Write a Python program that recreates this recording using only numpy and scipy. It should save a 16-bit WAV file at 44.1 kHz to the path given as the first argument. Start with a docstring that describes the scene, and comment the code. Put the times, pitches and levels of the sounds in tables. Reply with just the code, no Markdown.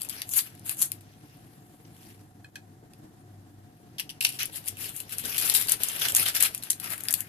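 """Close at a kitchen worktop, two microphones hear hands crumple a crinkly sheet on a tray: it rustles and snaps.
After the first second only cloth whispers; a sleeve brushes past, then a knife taps a ceramic plate twice.
A hand thumps the worktop, the blade pings faintly, and from about four seconds the sheet snaps again, ever denser.
Sheet: coloured grains, cracks and rings; plate: damped modes; thumps and rumble: low noise.
Throughout, a fan of shaped noise and tones, with hum, fills the room; the near sounds leave a short noise tail."""
import sys
import numpy as np
from scipy import signal
from scipy.fft import rfft, irfft, next_fast_len
from scipy.io import wavfile
from scipy.ndimage import uniform_filter1d

SR = 44100
rng = np.random.default_rng(int(sys.argv[2]) if len(sys.argv) > 2 else 0)


def digitize_waveform(pressure):
    """Quantize a signal to 16-bit integers and store it at the path in sys.argv[1].

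    Rows of a 2-D input are taken as channels; values are limited to [-1, 1].
    """
    field = np.atleast_2d(pressure).T
    bounded = np.clip(field, -1, 1)
    quanta = np.round(bounded * 32767).astype(np.int16)
    wavfile.write(sys.argv[1], SR, quanta)


N = 321048

# bright voice of sheet and plate: (frequency [Hz], relative density [dB])
CRISP_SPECTRUM = [(3500, -14), (6000, 4.5), (8500, 9), (10500, 15), (12500, 13.5), (14000, 8)]
# dull voice of sheet and plate: (frequency [Hz], relative density [dB])
DULL_SPECTRUM = [(250, -62), (600, -7), (1000, -12), (1500, 1), (2100, 4.5), (2800, 3.5), (4000, 1.5),
                 (6000, 6), (9000, -21.5)]
# rings of the tray under the rub: (frequency [Hz], width [Hz], level [dB])
TRAY_RINGS = [(2800, 680, -8.5), (4140, 260, -10.5)]
# where the hand works the sheet: (time [s], left minus right [dB])
HAND_PLACE = [(0.0, 8), (0.4, 4), (0.7, 2.5), (2.0, -18), (4.0, -1.5), (5.2, 9), (5.6, 6.5), (6.1, -4),
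              (6.5, 4), (7.279, 6)]

SHARED = 0.2             # share of power in a wide source that reaches both microphones alike
DULL_PAN_SHARE = 0.11    # the dull voice follows this much of the panning
RIGHT_LAG_S = 0.00027    # the right side lags by this in all but the plate's ring, which reaches the right first


def from_db(db):
    """Gain of a level in dB."""
    return 10 ** (np.asarray(db) / 20)


def rms_one(x):
    """Scaled to unit rms."""
    return x / np.sqrt(np.mean(x ** 2) + 1e-20)


def at_hz(points, hz):
    """A spectrum table read on a log frequency axis."""
    table_hz, table_db = np.transpose(points)
    return np.interp(np.log(hz), np.log(table_hz), table_db)


def in_time(rows, t):
    """The columns of a curve read at times t."""
    s, *columns = np.transpose(rows)
    return np.array([np.interp(t, s, c) for c in columns])


def drift(rate):
    """Slow random curve of unit rms: noise through two equal low-passes with their corner at rate [Hz]."""
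    step = 40    # samples from one drawn point to the next
    r = np.exp(-2 * np.pi * rate * step / SR)
    noise = rng.standard_normal(N // step + 2002)
    slow = signal.lfilter([1], [1, -2 * r, r * r], noise)[2000:]    # settled part
    return np.interp(np.arange(N) / step, np.arange(len(slow)), rms_one(slow))


def sides(pan_db):
    """Left and right gain for a left-minus-right level, with power kept; both are 1 at the centre."""
    left = from_db(pan_db)
    return np.array([left, np.ones_like(left)]) * np.sqrt(2) / np.sqrt(1 + left ** 2)


def pair(common, left, right):
    """Part of a wide source reaches both microphones alike, the rest each its own way."""
    return np.sqrt(SHARED) * common + np.sqrt(1 - SHARED) * np.array([left, right])


def colour(x, spectrum, keep_rms=True):
    """Causal minimum-phase filter of a given shape; by default white noise keeps its rms."""
    size = 2048
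    log_gain = np.log(from_db(at_hz(spectrum, np.fft.rfftfreq(size, 1 / SR) + 1)))
    cepstrum = irfft(log_gain)
    cepstrum[1:size // 2] *= 2      # folding the cepstrum gives the minimum phase
    cepstrum[size // 2 + 1:] = 0
    taps = irfft(np.exp(rfft(cepstrum)))
    if keep_rms:
        taps = taps / np.linalg.norm(taps)
    return signal.fftconvolve(x, taps[None], axes=1)[:, :N]


def resonance(x, hz, width):
    """Two-pole band around hz, width in Hz, with gain 1 on top."""
    r = np.exp(-np.pi * width / SR)
    feedback = [1, -2 * r * np.cos(2 * np.pi * hz / SR), r * r]
    return signal.lfilter(np.array([1, 0, -1]) * (1 - r * r) / 2, feedback, x)


def rustle():
    """Tiny buckles of uneven size come in clumps with lone ticks; one train feeds the crisp and the dull voice."""
    grains_per_s, grain_spread_db = 9000, 2
    ticks_per_s, tick_db, tick_s = 150, 4, 0.0006    # smallest tick level, re the grains; decay time
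    hand_wander_db, pan_share = 2, 0.35
    # level of the rub below the split: (time [s], level [dB])
    rub_low = [(0, 4.5), (1, 6), (4, -5), (4.9, 0.5), (5.4, 3.5), (6.4, 5), (7.279, 18)]
    rub_split_hz = 1520

    t = np.arange(N) / SR
    crisp_db, dull_db = effort()
    pan_db = pan_share * in_time(HAND_PLACE, t)[0] + hand_wander_db * drift(0.82)

    sizes = from_db(grain_spread_db * np.minimum(rng.exponential(1, (3, N)), 4.0))
    sizes = sizes * rng.choice([-1, 1], (3, N))
    buckles = sizes * (rng.random((3, N)) < grains_per_s / SR)
    grains = patches(pair(*buckles), patchy_db=1.8)

    tick_gain = from_db(tick_db + 3 * np.minimum(rng.exponential(1, N), 2))
    struck = (rng.random(N) < ticks_per_s / SR) * tick_gain
    tick_decay = signal.lfilter([1], [1, -np.exp(-1 / (tick_s * SR))], struck + 1e-18)
    grains = grains + tick_decay * pair(*rng.standard_normal((3, N)))

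    clumps_db = 1.6 * drift(69.8) + 0.6 * drift(32)
    crisp = grains * from_db(crisp_db + clumps_db) * sides(pan_db)
    dull = grains * from_db(dull_db + clumps_db + 0.74 * drift(33)) * sides(DULL_PAN_SHARE * pan_db)
    low = signal.sosfilt(signal.butter(3, rub_split_hz, "low", fs=SR, output="sos"), dull)
    high = signal.sosfilt(signal.butter(3, rub_split_hz, "high", fs=SR, output="sos"), dull)
    dull = high + low * from_db(in_time(rub_low, t))
    tray = sum(from_db(level_db) * resonance(dull, hz, width) for hz, width, level_db in TRAY_RINGS)
    return crisp, dull + tray


def effort():
    """Crisp and dull level in dB: each squeeze swells at its own pace, holds and lets go, over whispering cloth."""
    # one squeeze of the sheet a row:
    # (full strength reached [s], hold [s], crisp rustle [dB], dull rub [dB], rise [dB/s])
    squeezes = [(0.01, 0.0046, -41, -52, 550), (0.117, 0.094, -43.5, -47.5, 550),
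                (0.316, 0.023, -29.5, -55, 551.5), (0.361, 0.02, -19, -38, 6000),
                (0.463, 0.004, -41.5, -49, 550), (0.665, 0.064, -34, -49.5, 900),
                (0.806, 0.033, -25, -47, 550), (4.389, 0.039, -35, -33, 15000),
                (4.548, 0.023, -34.5, -44, 548), (4.672, 0.0046, -36.5, -48, 550),
                (4.8, 0.093, -37, -45, 559), (4.948, 0.058, -40, -52, 549), (5.13, 0.0035, -31, -38.5, 540),
                (5.19, 0.0065, -32.5, -43, 900), (5.242, 0.24, -35, -41.5, 900),
                (5.415, 0.11, -28, -35, 550), (5.554, 0.014, -25.5, -42, 900),
                (5.584, 0.044, -30.5, -38.5, 550), (5.693, 0.038, -30, -37, 550),
                (5.812, 0.17, -36, -41.5, 550), (6.017, 0.049, -28, -32, 550),
                (6.091, 0.0093, -25.5, -35, 550), (6.156, 0.077, -26.5, -33.5, 900),
                (6.263, 0.024, -27.5, -33, 566), (6.351, 0.021, -26, -32.5, 1200),
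                (6.406, 0.055, -28, -34, 902), (6.547, 0.0055, -41, -47, 560),
                (6.645, 0.042, -47.5, -50.5, 554), (6.834, 0.044, -41, -46, 555),
                (6.902, 0.029, -32.5, -42, 901), (6.98, 0.11, -44, -56.5, 550),
                (7.096, .005, -44, -46, 550), (7.188, 0.004, -34.5, -50, 550)]
    # whisper of cloth, swelling as the sleeve brushes past: (time [s], crisp level [dB], dull level [dB])
    cloth = [(0.0, -50, -58), (1.0, -69.5, -69), (1.35, -62, -66.5), (1.748, -61.5, -76), (1.898, -64, -73),
             (2.089, -52, -58.5), (2.2, -64, -70.5), (2.397, -73, -103), (3.9, -72, -74.5),
             (4.4, -66, -60.5), (7.279, -57, -63)]
    fall_db_per_s = 477

    t = np.arange(0, N + 32, 32) / SR
    power = from_db(2 * in_time(cloth, t))    # twice the dB: power, not amplitude
    for s, hold, *levels_db, rise in squeezes:
        swell_db = rise * (t - s)
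        release_db = fall_db_per_s * (s + hold - t)
        shape_db = np.minimum(0, np.minimum(swell_db, release_db))
        power = power + from_db(2 * (np.array(levels_db)[:, None] + shape_db))
    return [np.interp(np.arange(N) / SR, t, 10 * np.log10(p)) for p in power]


def patches(x, patchy_db):
    """Each panel of the sheet speaks in a band of its own and comes and goes by itself; the sum has unit rms."""
    edges = 200 * 1.4 ** np.arange(14)    # Hz
    total = 0
    for k, (low, high) in enumerate(zip(edges, edges[1:])):
        band = signal.sosfilt(signal.butter(1, [low, high], "band", fs=SR, output="sos"), x)
        total = total + (-1) ** k * from_db(patchy_db * drift(25)) * band
    return rms_one(total)


def snaps():
    """A crease cracks sharply, then the sheet around it shivers and dies; each panel rings at its own pitch."""
    # creases snapping and faint ticks:
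    # (time [s], level [dB], dull part re that level [dB], pitch of the dull part [Hz], shiver t60 [s])
    creases = [(0.0096, -28, -19, 4930, .025), (0.018, -18, -18.5, 4760, 0.024),
               (0.0316, -24.5, -28, 4900, 0.026), (0.048, -24.5, -17.5, 2530, 0.052),
               (0.0883, -25, -30, 4010, 0.027), (0.0958, -18, -15, 5000, 0.054),
               (0.102, -28, -14, 3230, .04), (0.2184, -21, -6, 4670, 0.029),
               (0.2917, -23.5, -23, 4520, 0.043), (0.32, -32, -31, 3880, 0.03),
               (0.3362, -16.5, -15.5, 4400, 0.27), (0.389, -13.5, -10.5, 4770, 0.071),
               (0.5516, -41, -17, 1970, 0.035), (0.5947, -41, -30, 4000, 0.03),
               (0.6943, -12, -16, 2590, 0.058), (0.8168, -11, -30, 4530, 0.02),
               (0.8215, -6, -22.5, 4250, 0.064), (0.918, -22.5, -17.5, 2250, 0.037),
               (1.0086, -39, -15, 2360, 0.099), (1.85, -65, 8, 2000, 0.085), (2.8488, -65, -2, 2510, 0.054),
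               (2.935, -46.5, -9.5, 2460, 0.084), (3.9829, -28, -5, 3170, 0.11),
               (3.997, -20, -6.5, 2830, 0.07), (4.0931, -27, -6, 2960, 0.09),
               (4.2069, -16, -12, 2780, 0.53), (4.2101, -21, -3, 2700, 0.015),
               (4.2474, -12, -26, 2740, 0.038), (4.2496, -9.5, -3.5, 2650, 0.033),
               (4.4311, -16, -20, 3140, 0.01), (4.4558, -21.5, -19, 2920, 0.047),
               (4.537, -36, -29, 3000, 0.023), (4.558, -24.5, -17, 2940, .03),
               (4.659, -28, -19, 2720, 0.031), (4.677, -22, -13.5, 3300, 0.094),
               (4.684, -14.5, -29, 2730, 0.025), (4.69, -29, -19, 2800, .03), (4.77, -31, -12, 2570, 0.097),
               (4.8428, -23.5, -13, 2960, 0.022), (4.9641, -21.5, -32, 3900, 0.035),
               (4.976, -29, -21, 2730, 0.025), (5.0024, -20, -18.5, 2760, 0.072),
               (5.095, -29.5, -16, 3580, 0.04), (5.1835, -13.5, -26, 4740, 0.023),
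               (5.1934, -29, -19, 4000, 0.032), (5.197, -28, -20, 2980, 0.035),
               (5.255, -21, -23, 2820, 0.044), (5.2609, -31, -16, 3000, 0.044),
               (5.364, -21, -12, 2800, 0.04), (5.37, -18, -20, 3000, 0.018),
               (5.3805, -12.5, -15, 3300, 0.19), (5.4982, -11.5, -10.5, 4140, 0.045),
               (5.5396, -10.5, -20, 3400, 0.04), (5.5446, -17, -25, 3500, .02),
               (5.549, -8.5, -12, 3800, 0.3), (5.6135, -19, -23, 2120, 0.015),
               (5.6525, -26, -26, 4000, 0.024), (5.6716, -23, -26, 3100, 0.051),
               (5.6847, -17, -10, 4500, 0.066), (5.6956, -7, -25, 2880, 0.016),
               (5.7195, -6, -31, 3020, 0.041), (5.8342, -11.5, -19, 3400, 0.066),
               (5.8855, -11, -39, 3150, 0.052), (5.9165, -25, -28, 3000, .02),
               (5.9624, -20, -18, 2060, 0.026), (5.998, -21, -25, 3000, .03), (6.019, -13, -7, 3380, 0.024),
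               (6.085, -10, -19, 3120, 0.026), (6.1215, -16, -24, 3000, 0.026),
               (6.1493, -5, -30, 3500, 0.019), (6.16, -13, -25, 3500, 0.029),
               (6.1649, -0.5, -24, 4500, 0.043), (6.233, -19, -17, 3000, .02),
               (6.285, -12, -19, 2600, 0.035), (6.292, -14, -12, 4930, 0.033),
               (6.3494, -12.5, -32, 3500, 0.025), (6.361, -15.5, -25, 3500, 0.044),
               (6.4027, -14.5, -17, 3540, 0.04), (6.406, -9.5, -22, 3500, 0.061),
               (6.425, -5, -22, 4250, 0.1), (6.4595, -16, -11.5, 2200, 0.03),
               (6.548, -18, -23, 4540, 0.021), (6.578, -22, -25, 3450, 0.03),
               (6.625, -27, -12, 4130, 0.035), (6.6355, -21.5, -19, 4030, 0.063),
               (6.7014, -10, -20, 4600, 0.03), (6.7045, -8, -25, 2040, 0.085),
               (6.7308, -29, -9, 4100, 0.033), (6.7989, -24, -14.5, 4040, 0.11),
               (6.842, -22.5, -21, 2780, 0.03), (6.904, -22, -23, 1830, 0.04),
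               (6.935, -27, -29, 3000, 0.018), (7.007, -25.5, -24, 4210, 0.019),
               (7.0367, -24.5, -30, 4800, 0.025), (7.0517, -30, -14, 4000, .02),
               (7.0847, -13, -11, 4840, 0.04), (7.108, -14, -38, 4000, 0.036),
               (7.1271, -12, -40, 1800, 0.023), (7.1388, -11, -16.5, 4400, 0.067),
               (7.206, -13.5, -28, 2660, 0.022), (7.2135, -28, -21, 3000, .03)]
    crack_db, crack_loss_db_per_s = 12.5, 90    # first break; softer the longer the shiver
    pan_scatter_db, pop_shiver_share = 4.5, 0.25
    ring_db, ring_width_hz = 20, 700
    ring_loss_db_per_octave = 9    # panels ring best near the first ring of the tray
    body_hz, body_width_hz, body_db = 900, 200, 4    # the tray knocks along under a crease

    crisp, dull = np.zeros((2, 2, N + 8000))
    t = np.arange(8000) / SR
    for s, level_db, dull_db, hz, t60 in creases:
        pan_db = in_time(HAND_PLACE, s)[0] + pan_scatter_db * rng.standard_normal()
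        i = round(s * SR)
        noise = pair(*rng.standard_normal((3, 8000)))
        after = from_db(5.0 * np.repeat(rng.standard_normal(100), 80))    # smaller buckles follow unevenly
        shiver = noise * (0.6 * np.exp(-t / 0.0011) + 0.3 * after * from_db(-60 * t / t60))
        shiver[:, 0] += from_db(crack_db - crack_loss_db_per_s * t60) * rng.choice([-1, 1])    # one clean break

        # the break alone sets off most of the ring
        pop = pop_shiver_share * shiver + (1 - pop_shiver_share) * shiver * (t == 0)
        ring = resonance(resonance(pop, hz, ring_width_hz), hz, ring_width_hz)
        octaves_off = abs(np.log2(hz / TRAY_RINGS[0][0]))
        ringing = 1.55 * shiver + from_db(ring_db - ring_loss_db_per_octave * octaves_off) * ring

        crisp[:, i:i + 8000] += from_db(level_db) * shiver * sides(pan_db)[:, None]
        dull[:, i:i + 8000] += from_db(level_db + dull_db) * ringing * sides(DULL_PAN_SHARE * pan_db)[:, None]

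    crisp, dull = crisp[:, :N], dull[:, :N]
    thin = signal.butter(4, 2100, "high", fs=SR, output="sos")    # a small crease moves too little air for bass
    body = resonance(resonance(dull, body_hz, body_width_hz), body_hz, body_width_hz)
    return crisp, signal.sosfilt(thin, dull) + from_db(body_db) * body


def plate():
    """Each tap is three quick touches, so the ring swells; food damps all modes. Later the blade pings faintly."""
    # knife on plate: (time [s], level [dB], bright crack re that level [dB])
    touches = [(2.444, -39, -21), (2.5555, -32, -9)]
    # modes of the plate: (frequency [Hz], level [dB], t60 [s])
    modes = [(1625, -12, 0.04), (1685, -14, 0.04), (1980, -16, 0.03), (2500, -12, 0.045), (2560, -14, 0.04),
             (3090, -11, 0.025), (4220, -10, 0.014), (8400, -15, 0.02), (5380, -14, 0.026),
             (7300, -16, 0.02), (7800, -20, .03)]
    # faint ring of the blade slipping free: (time [s], frequency [Hz], level [dB])
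    pings = [(2.983, 11400, -59), (3.192, 9500, -56)]
    ping_t60_s, crack_t60_s = 0.12, 0.062
    chatter_s = 0.0012        # from one touch to the next
    left_lag_s = 0.00007      # the plate lies nearer the right microphone

    push, crack = np.full(N, 1e-18), np.zeros((2, N))
    t = np.arange(4000) / SR
    for s, level_db, crack_db in touches:
        i = round(s * SR)
        push[i + np.arange(3) * round(chatter_s * SR)] += from_db(level_db) * np.array([0.5, 1, 0.7])
        decay = from_db(level_db + crack_db - 60 * t / crack_t60_s)
        crack[:, i:i + 4000] += decay * rng.standard_normal((2, 4000))

    ring = 0
    for k, (hz, level_db, t60) in enumerate(modes):
        r, w = from_db(-60 / (t60 * SR)), 2 * np.pi * hz / SR
        mode = signal.lfilter([0, from_db(level_db) * np.sin(w)], [1, -2 * r * np.cos(w), r * r], push)
        ring = ring + (-1) ** (k // 2) * mode
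    for s, hz, level_db in pings:
        ring[round(s * SR):][:4000] += from_db(level_db - 60 * t / ping_t60_s) * np.sin(2 * np.pi * hz * t)

    # scene() delays the right side, so the left needs that lag as well as its own
    late = np.roll(ring, round((RIGHT_LAG_S + left_lag_s) * SR))
    return np.array([late, ring]) + colour(crack, CRISP_SPECTRUM) + colour(crack, DULL_SPECTRUM)


def thumps():
    """Soft flesh on a board: a low puff of noise that swells for a moment and dies."""
    # hand on the worktop: (time [s], level 2 dB above the puff before its swell [dB], t60 [s])
    presses = [(2.825, -31.5, 0.064), (3.797, -38, 0.053), (4.851, -31.5, 0.069), (5.236, -29, 0.15),
               (6.188, -29, 0.087)]
    out, t = np.zeros(N), np.arange(8000) / SR
    low = signal.butter(2, [130, 480], "band", fs=SR, output="sos")
    for s, level_db, t60 in presses:
        puff = rms_one(signal.sosfilt(low, rng.standard_normal(8000)))
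        swell = 1 - np.exp(-t / 0.019)
        out[round(s * SR):][:8000] += from_db(level_db - 2.0 - 60 * t / t60) * swell * puff
    return out


def rumble():
    """The harder the rub, the more the worktop rumbles along: low noise that follows the smoothed dull level."""
    base_db, follow = -27.5, 0.63    # level at a rub of 0 dB, before the flicker; dB per dB of rub
    low = signal.sosfilt(signal.butter(1, [30, 750], "band", fs=SR, output="sos"), rng.standard_normal(N))
    rub_db = uniform_filter1d(effort()[1], SR // 5)
    return from_db(base_db + follow * rub_db + 4.97 * drift(59)) * rms_one(low)


def fan():
    """Air noise, alike at both microphones in the bass, with wavering tones and a whine; its level flickers."""
    # air noise: (frequency [Hz], relative density [dB])
    air = [(15, -51.5), (25, -28), (69, -15.5), (85, -18.5), (113, -4.5), (156, -5.5), (188, -10),
           (355, -13), (416, -25), (727, -23.5), (1200, -29.5), (1840, -29), (2280, -36.5), (6070, -38),
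           (14200, -39.5)]
    # hum and wavering tones: (frequency [Hz], width [Hz], rms before the flicker [dB])
    tones = [(100.8, 2.7, -60), (739, 44, -70.5), (440, 19.3, -75), (298, 43, -71.5)]
    # how alike the two microphones hear it: (frequency [Hz], left-right likeness [0 to 1])
    likeness = [(60, 0.94), (250, 0.98), (500, 0.8), (1000, 0.05), (8000, 0.11)]
    air_db = -54.5                      # rms before the flicker
    whine_hz, whine_db = 716, -75       # motor tone of steady pitch, rms before the flicker

    size = next_fast_len(N)
    hz = np.fft.rfftfreq(size, 1 / SR) + 1
    mid, side = rfft(rng.standard_normal((2, size)))
    alike = at_hz(likeness, hz)
    white = np.sqrt(1 + alike) * mid + np.sqrt(1 - alike) * side * [[1], [-1]]
    out = from_db(air_db) * rms_one(irfft(white * from_db(at_hz(air, hz)), size))
    for tone_hz, width, level_db in tones:
        peak = 1 / (1 + (2 * (hz - tone_hz) / width) ** 2)
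        out = out + from_db(level_db) * rms_one(irfft(white * peak, size))
    whine = np.sqrt(2) * np.sin(2 * np.pi * whine_hz * np.arange(size) / SR)
    out = out + from_db(whine_db) * whine
    flicker = from_db(drift(24) + 1.3 * drift(17.0))
    return out[:, :N] * flicker * sides(1.0)[:, None]


def kitchen(x):
    """Room tail: dense dying noise, its own at each microphone and dulled by the walls."""
    t60_s, wall_cut_hz = 0.14, 10500
    t = np.arange(SR // 2) / SR
    tail = rng.standard_normal((2, len(t))) * from_db(-60 * t / t60_s) * (t > 0.003)
    tail = signal.lfilter(*signal.butter(1, wall_cut_hz, fs=SR), tail)
    tail /= np.linalg.norm(tail, axis=1, keepdims=True)
    return signal.fftconvolve(x, tail, axes=1)[:, :N]


def scene():
    """Sheet, plate, hands and fan; the right side has the near sounds duller and lags in all but the plate's ring."""
    # right microphone, turned away: (frequency [Hz], gain [dB])
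    shadow = [(3000, -2), (6000, -0.5), (9000, 0.5), (11000, -14), (14000, -9.5)]
    room_db = -10.5
    crisp, dull = rustle()
    crisp_snaps, dull_snaps = snaps()
    sheet = colour(crisp + crisp_snaps, CRISP_SPECTRUM) + colour(dull + dull_snaps, DULL_SPECTRUM)
    near = sheet + plate() + thumps() + rumble()
    near[1:] = colour(near[1:], shadow, keep_rms=False)
    left, right = near + from_db(room_db) * kitchen(near) + fan()
    lag = round(RIGHT_LAG_S * SR)
    return np.array([left, np.r_[np.zeros(lag), right[:N - lag]]])


def record(dry):
    """The highest peaks are rounded; the band is limited, very faint above 14.8 kHz and silent above 16.6 kHz."""
    band_top_hz, faint_db, silent_hz = 14800, -42, 16600
    rounded = dry / (1 + np.abs(dry / 0.95) ** 4) ** 0.25
    below = signal.sosfilt(signal.cheby2(16, 60, band_top_hz, fs=SR, output="sos"), rounded)
    heard = below + from_db(faint_db) * rounded    # leaves the very faint band up to silent_hz
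    return signal.sosfilt(signal.cheby2(12, 70, silent_hz, fs=SR, output="sos"), heard)


dry = scene()
out = record(dry)
digitize_waveform(out)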